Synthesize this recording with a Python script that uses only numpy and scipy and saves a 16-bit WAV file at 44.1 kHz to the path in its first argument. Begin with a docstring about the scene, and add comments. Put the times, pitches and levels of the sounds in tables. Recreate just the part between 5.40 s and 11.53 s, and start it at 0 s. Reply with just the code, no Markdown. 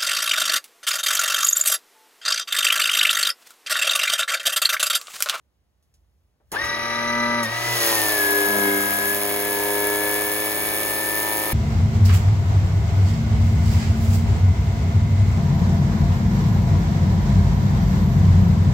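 """A small geared oil pump, about a metre from a phone's two microphone ports in a boat's wooden cabin.
Switched on, it spins up and buzzes dry for a second, then gulps its first oil: the speed sags, and
three strokes a turn thud into the tube, ring the casing and squirt a foam that slowly clears.
The gears whine and clatter throughout. Behind them lie a low hull rumble and quiet cabin air."""
import sys
import numpy as np
from scipy import signal
from scipy.fft import rfft, irfft
from scipy.io import wavfile
from scipy.ndimage import uniform_filter1d

SR = 44100
rng = np.random.default_rng(int(sys.argv[2]) if len(sys.argv) > 2 else 0)


def wrap_up_sound(samples):
    """Save the sound to the file named by the first command line argument, as 16-bit audio."""
    columns = np.atleast_2d(samples).T
    # keep every value between -1 and 1, then stretch to whole-number steps
    tamed = np.clip(columns, -1, 1)
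    steps = np.round(tamed * 32767).astype(np.int16)
    wavfile.write(sys.argv[1], SR, steps)


N = 270333
TIME = np.arange(N) / SR
BINS = np.arange(N // 2 + 1) * SR / N
ON_S, PRIMED_S, TUBE_FULL_S, THROB_S = 1.119, 2.054, 3.06, 5.14
FILL_S, FOAM_CLEAR_S = 0.4, 0.46
STROKES_PER_TURN, WHEEL_TEETH, PINION_TEETH = 3, 50, 12
KNOCK_LAG = 1.2  # a knock arrives treble first: group delay at harmonic k is KNOCK_LAG / k strokes


def pump(strokes, hz):
    """The strokes buzz while dry, then thud, ring and churn in oil; late on they soften and throb."""
    primed, throbbing = ramp(PRIMED_S - .02, 0.011), ramp(THROB_S, 0.033)
    air_left = 1 - primed + 0.2 * primed * (1 - ramp(2.85, 0.28))
    gurgle = swell(3.12, 0.34)  # the last air leaves the tube
    uneven = undb(1.3 * gurgle * walk(110))
    knocks = thuds(strokes, hz) * undb(-2 * throbbing) + casing_ring(strokes, hz, gurgle)
    wet = uneven * knocks + churn(strokes, gurgle) + growl(strokes) * throbbing
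    return dry_buzz(strokes) * air_left - wet * primed - tube(strokes)


# Running speed, sagging under the oil. Each row: time in seconds, strokes a second.
RUNNING_SPEED = [(1.3, 116.4), (1.75, 118.8), (2.33, 119.8), (2.62, 107.9), (2.83, 100.8), (3.1, 100.7),
                 (3.45, 99.1), (3.8, 101.8), (4.45, 102.5), (4.95, 104.2), (6.13, 106.6)]

def stroke_rate():
    """The motor runs up from rest; the first slug of oil brakes it faster than it recovers."""
    since_gulp = TIME - 2.065
    brake_hz = 9.5 * np.exp(-np.abs(since_gulp) / np.where(since_gulp < 0, .03, .06))
    return curve(RUNNING_SPEED) * (1 - settle(ON_S, .026)) - brake_hz


# The empty pump's hollow tone. Each row: multiple of the stroke rate, relative level in dB.
BUZZ_HARMONICS = [(3, -15), (4, -13), (5, -1.5), (7, -14), (8, -1.5), (10, -1), (11, -5), (13, -7.5),
                  (14, -11)]

def dry_buzz(strokes):
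    """With no oil to cushion it the rotor shakes; the buzz swells, then holds."""
    buzz = unit(partials(strokes + .002 * walk(150), BUZZ_HARMONICS, waver_db=.8, waver_hz=40))
    wobble = 1 + .1 * np.cos(2 * np.pi * strokes / STROKES_PER_TURN)
    return buzz * wobble * undb(-25.3 - 16 * np.maximum(1.83 - TIME, 0))


# Spells where the thud swells and the casing ring rises or fades.
# Each row: middle and half length in seconds, change of thud and change of ring in dB.
KNOCK_SWELLS_AND_DIPS = [(2.74, 0.17, 0, -3.5), (2.995, 0.12, 5.5, 0.5), (3.307, 0.125, 10, 0.5),
                         (3.688, 0.041, 2.5, -7), (4.52, 0.34, 4, 1.5)]

def knock_changes_db():
    """Brief, smooth changes in the level of the thud and of the casing ring."""
    return sum(np.outer([thud, ring], swell(s, length))
               for s, length, thud, ring in KNOCK_SWELLS_AND_DIPS)


# The loaded stroke's low end. 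Each row: multiple of the stroke rate, relative level in dB.
THUD_HARMONICS = [(3, 0), (4, -1)]

def thuds(strokes, hz):
    """Low harmonics of the strokes, each booming where it meets the floorboards' resonance."""
    board_hz, board_width_hz = 407.7, 18
    change_db, _ = knock_changes_db()
    out = 0
    for k, db in THUD_HARMONICS:
        boom_db = 8.5 / (1 + ((k * hz - board_hz) / (board_width_hz / 2)) ** 2)
        dip_db = -18 * swell(3.54, 0.035) * (k == 4)  # the upper harmonic dips briefly
        tone = partials(strokes, [(k, db - 3)], waver_db=.8, waver_hz=7, scatter=.15, lag=KNOCK_LAG)
        out += tone * undb(boom_db + dip_db)
    return out * undb(flow_db(clear_db=-35.5, foam_db=3.9, empty_cut_db=21) + change_db)


# The casing's resonances. Each row: centre in Hz, width in Hz, relative level in dB.
CASING_MODES = [(540, 36, 5), (611, 18, 0.5), (715, 70, 1.5), (844, 34, -2), (924.5, 15, 3), (954, 11, 5),
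                (993, 15, -0.5), (1280, 34, -2)]

def casing_ring(strokes, hz, gurgle):
    """Each stroke knocks the casing; its harmonics swell and fade as they cross the modes."""
    staggered = strokes + (.002 + .004 * gurgle + .008 * foam()) * walk(90)
    lift = 1 + 0.057 * foam() * (1 - ramp(2.65, .2))  # foam is lighter than oil, so the modes rise
    ring = 0
    for k in range(5, 14):
        gain = sum(undb(db) / (1 + 2j * (k * hz - mode * lift) / width)
                   for mode, width, db in CASING_MODES)
        phase = 2 * np.pi * (k * staggered - KNOCK_LAG * np.log(k)) + .2 * walk(3)
        waver_db = 1.5 * walk(8) + 3.5 * foam() * np.tanh(walk(35))
        ring += np.real(gain * np.exp(1j * phase)) * undb(waver_db)
    _, change_db = knock_changes_db()
    level_db = flow_db(clear_db=-33, foam_db=3.5, empty_cut_db=5) - 2 * ramp(THROB_S - .2, .3)
    return unit(ring) * undb(level_db + change_db)


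# Oil churning in the pump. Each row: frequency in Hz, relative noise density in dB.
CHURN_SPECTRUM = [(90, -41), (170, -14), (250, -4.5), (370, 4.5), (700, 4), (1000, 9), (1400, -51),
                  (3000, -54)]

def churn(strokes, gurgle):
    """Each stroke sloshes the oil, louder while it gurgles."""
    slosh = noise(0.036) * burst(strokes, decay=0.33, floor=0.12, scatter_db=4)
    level_db = flow_db(clear_db=-42, foam_db=2.5, empty_cut_db=1.7) + 7.7 * gurgle
    return colour(slosh, CHURN_SPECTRUM) * undb(level_db)


# The throb's tones. Each row: multiple of the pattern's rate, level in dB.
GROWL_HARMONICS = [(3, -55), (9, -54), (16, -53), (19, -44), (20, -49), (22, -45), (23, -47), (36, -51)]

def growl(strokes):
    """The strokes repeat in a pattern of six, which puts a low growl between their harmonics."""
    return partials(strokes / 6, GROWL_HARMONICS, waver_db=1, waver_hz=8)


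# The first gulps shake the tube. Each row: middle and half length in seconds, level in dB.
OIL_GULPS = [(2.13, 0.12, -41), (2.326, 0.071, -36), (2.612, 0.078, -46)]

def tube(strokes):
    """The tube pulses with the strokes; its octave hoots while empty, then surges and settles once full."""
    gulps = sum(undb(db) * swell(s, length) for s, length, db in OIL_GULPS)
    hoot = undb(-29 - 36.5 * np.maximum(1.795 - TIME, 0)) * (1 - ramp(PRIMED_S - .05, 0.12))
    full = undb(-46 + 17.5 * settle(TUBE_FULL_S, 0.5)) * ramp(TUBE_FULL_S - .02, 0.15)
    pulse = np.cos(2 * np.pi * strokes) * (undb(-49) + gulps + 0.096 * (hoot + full))
    octave = np.cos(2 * np.pi * (2 * strokes - KNOCK_LAG * np.log(2)))
    return np.sqrt(2) * (pulse + octave * (hoot + undb(-43.5) * foam() + full))


def foam():
    """Air in the oil, 0-1: it builds while the pump fills, then clears."""
    return ramp(PRIMED_S, FILL_S) * settle(PRIMED_S + FILL_S, FOAM_CLEAR_S)


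def flow_db(clear_db, foam_db, empty_cut_db):
    """Level of a sound the oil drives: raised by foam, cut until the pump fills."""
    return clear_db + foam_db * foam() - empty_cut_db * (1 - ramp(PRIMED_S, FILL_S))


def gearbox(strokes):
    """The motor's pinion drives the pump wheel; the teeth knock about when the speed changes quickly."""
    wheel = strokes / STROKES_PER_TURN
    acceleration = uniform_filter1d(np.gradient(np.gradient(strokes)), size=1500) * SR ** 2
    play = 0.000081 + 0.00075 * np.tanh(np.abs(acceleration) / 130)
    catching = settle(ON_S + .03, .07)  # the teeth skip until the motor is up to speed
    teeth = wheel + play * walk(220) + .003 * catching ** 2 * walk(400)
    loaded = ramp(2.54, 0.26)
    unoiled = ramp(ON_S + .02, .08) * (1 - ramp(1.95, .4))
    mesh = whine(teeth, wheel, catching, loaded) + strain(teeth) * loaded
    friction = (squeal(teeth, wheel) + rasp(strokes)) * unoiled
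    return mesh + friction + clatter(strokes, wheel, unoiled) + motor_hum(wheel, unoiled)


# The mesh tone and its sidebands. Each row: multiple of the wheel rate, relative level in dB.
MESH_TONES = [(47, -21), (48, -22), (50, 0)]
# The whine's rise and fall. Each row: time in seconds, relative level in dB.
WHINE_LEVEL = [(1.14, -28), (1.2, -24.5), (1.46, -33), (1.8, -26.5), (2.52, -32), (2.76, -27),
               (2.85, -21.5), (3.5, -28), (3.72, -25), (3.82, -39), (4.02, -38), (4.08, -32), (4.35, -33.5),
               (4.45, -30), (4.7, -30.5), (5.25, -37.5), (5.78, -30), (6.1, -37)]

def whine(teeth, wheel, catching, loaded):
    """Meshing teeth whine; they stutter once a turn at first and flutter until the load holds them."""
    slack = (1 - loaded) * (1 - .35 * swell(1.82, .2))
    flutter = undb(slack * (4.2 * np.tanh(walk(150)) - 1.2))
    stutter = 1 + .7 * catching * np.cos(2 * np.pi * wheel)
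    mesh = unit(partials(teeth, MESH_TONES, waver_db=.7, waver_hz=50))
    return mesh * flutter * stutter * undb(curve(WHINE_LEVEL) - 0.43)


# The gears under load. Each row: multiple of the wheel rate, relative level in dB.
STRAIN_TONES = [(45, -52), (47, -52), (64, -50), (65, -42.5), (66, -51), (100, -48)]

def strain(teeth):
    """Loaded gears add a whine that swells with the thud."""
    thud_db, _ = knock_changes_db()
    tones = partials(teeth + .0018 * walk(160), STRAIN_TONES, waver_db=1.8, waver_hz=90)
    return tones * undb(1.5 + 0.5 * thud_db + 1.6 * walk(9))


# The gears without oil. Each row: multiple of the wheel rate, relative level in dB.
SQUEAL_TONES = [(31, -41), (49, -47), (52, -47), (59, -44), (100, -40), (133, -45), (150, -42)]

def squeal(teeth, wheel):
    """Dry teeth squeal in an uneven flutter."""
    tones = partials(teeth + .001 * walk(330), SQUEAL_TONES, waver_db=2.5, waver_hz=90)
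    each_turn = 1 + .4 * np.cos(2 * np.pi * wheel + .8 * walk(30))
    return tones * each_turn * undb(4 * np.tanh(walk(130)))


# Dry teeth rubbing. Each row: frequency in Hz, relative noise density in dB.
RASP_SPECTRUM = [(600, 1.5), (1100, 4), (2400, 4), (3200, -2), (4800, -2), (6000, -6), (7200, -9.5),
                 (8500, -37), (15000, -28)]

def rasp(strokes):
    """Dry teeth rasp at every stroke."""
    scrapes = noise(.5) * burst(strokes, decay=.5, floor=.5, scatter_db=6)
    return colour(scrapes, RASP_SPECTRUM) * undb(-36.5)


# Gear clatter from a metre off. Each row: frequency in Hz, relative noise density in dB.
CLATTER_SPECTRUM = [(30, -50), (100, -16.5), (300, 0), (600, 2), (1050, -6.5), (1250, 4), (1420, -18),
                    (1640, 4.5), (1850, 1.5), (2200, 0.5), (4500, -10), (6000, -13), (7000, -86),
                    (9500, -9), (15500, -26)]

def clatter(strokes, wheel, unoiled):
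    """The same worn flanks come round on every turn, clattering harder in the foam."""
    flanks = rng.standard_normal((3, 1024))
    worn = unit(np.array([np.interp(wheel % 1 * 1024, np.arange(1024), flank) for flank in flanks]))
    knocks = spread(worn, .8) + .7 * noise(.8)
    rattle = knocks * burst(strokes, decay=.5, floor=.42, scatter_db=7)
    return colour(rattle, CLATTER_SPECTRUM) * undb(-33 + 5 * foam() - unoiled)


# The motor's hum and its extra tones when unloaded. Each row: multiple of the shaft rate, level in dB.
HUM_TONES = [(2, -55), (4, -44)]
UNLOADED_TONES = [(4, -44), (10, -42), (13, -43)]

def motor_hum(wheel, unoiled):
    """The motor hums with its shaft and sings louder before the oil loads it."""
    shaft = wheel * WHEEL_TEETH / PINION_TEETH
    hum = partials(shaft, HUM_TONES, waver_db=1.8, waver_hz=11)
    return hum + partials(shaft + .004 * walk(100), UNLOADED_TONES, waver_db=2, waver_hz=30) * unoiled


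# Fine bubbles at the outlet. Each row: frequency in Hz, relative noise density in dB.
FIZZ_SPECTRUM = [(3000, -21.5), (6000, -15), (8000, -7), (10000, -2.5), (15500, -3.5)]

def spray(strokes):
    """Oil and air squirt out at each stroke as tiny bursting bubbles; the first froth is coarser."""
    bubbles = noise(.11) * undb(2.8 * walk(2500))
    squirts = bubbles * burst(strokes, decay=.27, floor=.38, scatter_db=3.5)
    fizz = colour(squirts, FIZZ_SPECTRUM) * undb(flow_db(clear_db=-25, foam_db=3.7, empty_cut_db=23))
    splutter = noise(0.17) * burst(strokes, decay=1.0, floor=1.7, scatter_db=11)
    froth = colour(splutter, [(400, -16), (1500, 10), (5500, 11.5), (9000, 4), (15000, -46)])
    froth *= undb(flow_db(clear_db=-39, foam_db=14.1, empty_cut_db=0))
    return (fizz + froth) * ramp(PRIMED_S, 0.087)


# Air in the tube. Each row: middle in seconds, pitch in Hz, level in dB.
AIR_POCKETS = [(2.66, 222, -44), (3.141, 620, -32)]

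def air_pockets():
    """Pockets of air slip through the tube; each rings briefly and unsteadily."""
    out = 0
    for s, hz, db in AIR_POCKETS:
        tone = np.sqrt(2) * np.cos(2 * np.pi * hz * TIME + .5 * walk(120))
        out += tone * undb(db) * swell(s, .028)
    return out


# Small sounds at the pump. Each row: start in seconds, level in dB, centre in Hz, decay in seconds.
CLICKS_AND_SPITS = [(.425, -69, 9000, 0.024), (.54, -61, 7440, 0.018), (1.001, -63.5, 650, 0.032),
                    (1.117, -30, 10100, 0.023), (1.117, -38.5, 980, 0.1), (1.141, -25.5, 1040, 0.016),
                    (1.15, -33, 2700, 0.018), (1.245, -37.5, 9000, 0.03), (2.03, -28.5, 9350, 0.029)]

def clicks():
    """Fingers on the pump, the switch snapping shut, the gears catching, and the first spits of oil."""
    out = 0
    for s, db, hz, decay in CLICKS_AND_SPITS:
        tick = colour(noise(0.013), [(hz / 8, -12), (hz, 0), (hz * 3, -20), (hz * 8, -45)])
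        out += tick * undb(db) * ramp(s, 0.0002) * settle(s, decay)
    return out


# The hull before the pump starts. Each row: time in seconds, level in dB.
HULL_LEVEL = [(0.452, -68), (0.48, -61), (0.884, -64), (0.994, -75), (1.1, -53)]

def hull_rumble():
    """A low rumble in the hull, which the pump kicks once and then keeps shaking."""
    rumble = colour(noise(.06), [(25, -42), (42, -27), (55, -1), (80, -4), (130, -20), (300, -50)])
    running = ramp(ON_S, .03)
    kick = undb(-44) * swell(1.24, 0.027)
    return rumble * (undb(curve(HULL_LEVEL)) * (1 - running) + undb(-56.5) * running + kick)


# Room tone in the wooden cabin. Each row: frequency in Hz, relative noise density in dB.
ROOM_TONE = [(25, -37), (65, -10), (130, -3.5), (250, -11.5), (700, -16), (1500, -24), (4000, -29),
             (15000, -36)]

def cabin_air():
    """Quiet air all round the microphone."""
    return colour(noise(0.47), ROOM_TONE) * undb(-73)


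def undb(db):
    """Decibels to gain."""
    return 10 ** (np.asarray(db) / 20)


def unit(x):
    """Scale to an rms of 1."""
    return x / np.sqrt(np.mean(x ** 2))


def curve(points):
    """Join (seconds, value) points with straight lines."""
    return np.interp(TIME, *np.transpose(points))


def ramp(start_s, rise_s):
    """A straight rise from 0 to 1."""
    return np.clip((TIME - start_s) / rise_s, 0, 1)


def swell(middle_s, half_length_s):
    """A smooth rise and fall, 1 at its middle."""
    return np.exp(-((TIME - middle_s) / half_length_s) ** 2)


def settle(start_s, decay_s):
    """1 until the start, then dying away."""
    return np.exp(-np.maximum(TIME - start_s, 0) / decay_s)


def response(points):
    """Gain at every frequency from (Hz, dB) points."""
    hz, db = np.transpose(points)
    return undb(np.interp(np.log(BINS + 1), np.log(hz), db))


def colour(x, points):
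    """Filter x by (Hz, dB) points, to an rms of 1."""
    return unit(irfft(rfft(x) * response(points), N))


def walk(hz):
    """Random levels held 1 / hz seconds and smoothed twice; spread near 1."""
    hold = max(int(SR / hz), 1)
    steps = np.repeat(rng.standard_normal(N // hold + 1), hold)
    return 1.3 * uniform_filter1d(uniform_filter1d(steps, hold), hold)[:N]


def spread(three, diffuse):
    """One direct sound for both channels and a reflected one for each, with power share diffuse."""
    return np.sqrt(1 - diffuse) * three[0] + np.sqrt(diffuse) * three[1:]


def noise(diffuse):
    """Stereo white noise."""
    return spread(rng.standard_normal((3, N)), diffuse)


def partials(cycles, orders, waver_db, waver_hz, scatter=2, lag=0):
    """Wavering tones locked to a rotation; reflections scatter their phases (radians)."""
    out = 0
    for k, db in orders:
        phase = 2 * np.pi * (k * cycles - lag * np.log(k)) + scatter * rng.standard_normal()
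        out += np.sqrt(2) * undb(db + waver_db * walk(waver_hz)) * np.cos(phase)
    return out


def burst(strokes, decay, floor, scatter_db):
    """An envelope that jumps by a random amount at each stroke and dies away; decay is in strokes."""
    strength = undb(scatter_db * (2 * rng.random(1024) - 2.5))[strokes.astype(int)]
    envelope = (floor + strength * np.exp(-(strokes % 1) / decay)) * (strokes > 0)
    return unit(uniform_filter1d(envelope, size=24))


def scene():
    """One rotation drives the pump, its gears and the spray; the machine fades in as it spins up."""
    hz = stroke_rate()
    strokes = np.cumsum(hz) / SR
    machine = pump(strokes, hz) + gearbox(strokes) + spray(strokes) + air_pockets()
    return machine * (1 - settle(ON_S, 0.021)) + clicks() + hull_rumble() + cabin_air()


# Phase between the phone's ports. Each row: frequency in Hz, left's lead in radians.
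LEFT_LEAD = [(0, 0), (700, .9), (1570, 1.4), (1650, -2.5), (1685, -2), (1725, .9), (1980, .6), (2200, 1.6),
             (5700, 2.2), (6500, 0), (7800, -2.8), (9000, -3.6), (10500, -6.28), (11600, -6.28),
             (15200, -12.57)]
# Balance between the ports. Each row: frequency in Hz, left minus right in dB.
LEFT_BALANCE = [(110, -3), (240, -1), (330, 0.5), (550, 2.5), (1000, 0.5), (1600, 7.5), (2000, 0),
                (6000, 0)]

def record(dry):
    """A phone about a metre from the pump: its ports differ in phase and level, and the top is cut."""
    lead = np.interp(BINS, *np.transpose(LEFT_LEAD))
    left = np.exp(1j * lead / 2) * np.sqrt(response(LEFT_BALANCE))
    impulses = irfft(np.array([left, 1 / left]), N)
    taps = np.roll(impulses, 1024, axis=1)[:, :2049] * np.hanning(2049)
    ports = signal.fftconvolve(dry, taps, mode="same", axes=1)
    return signal.sosfilt(signal.ellip(10, .2, 80, 15800, fs=SR, output="sos"), ports)


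dry = scene()
out = record(dry)
wrap_up_sound(out)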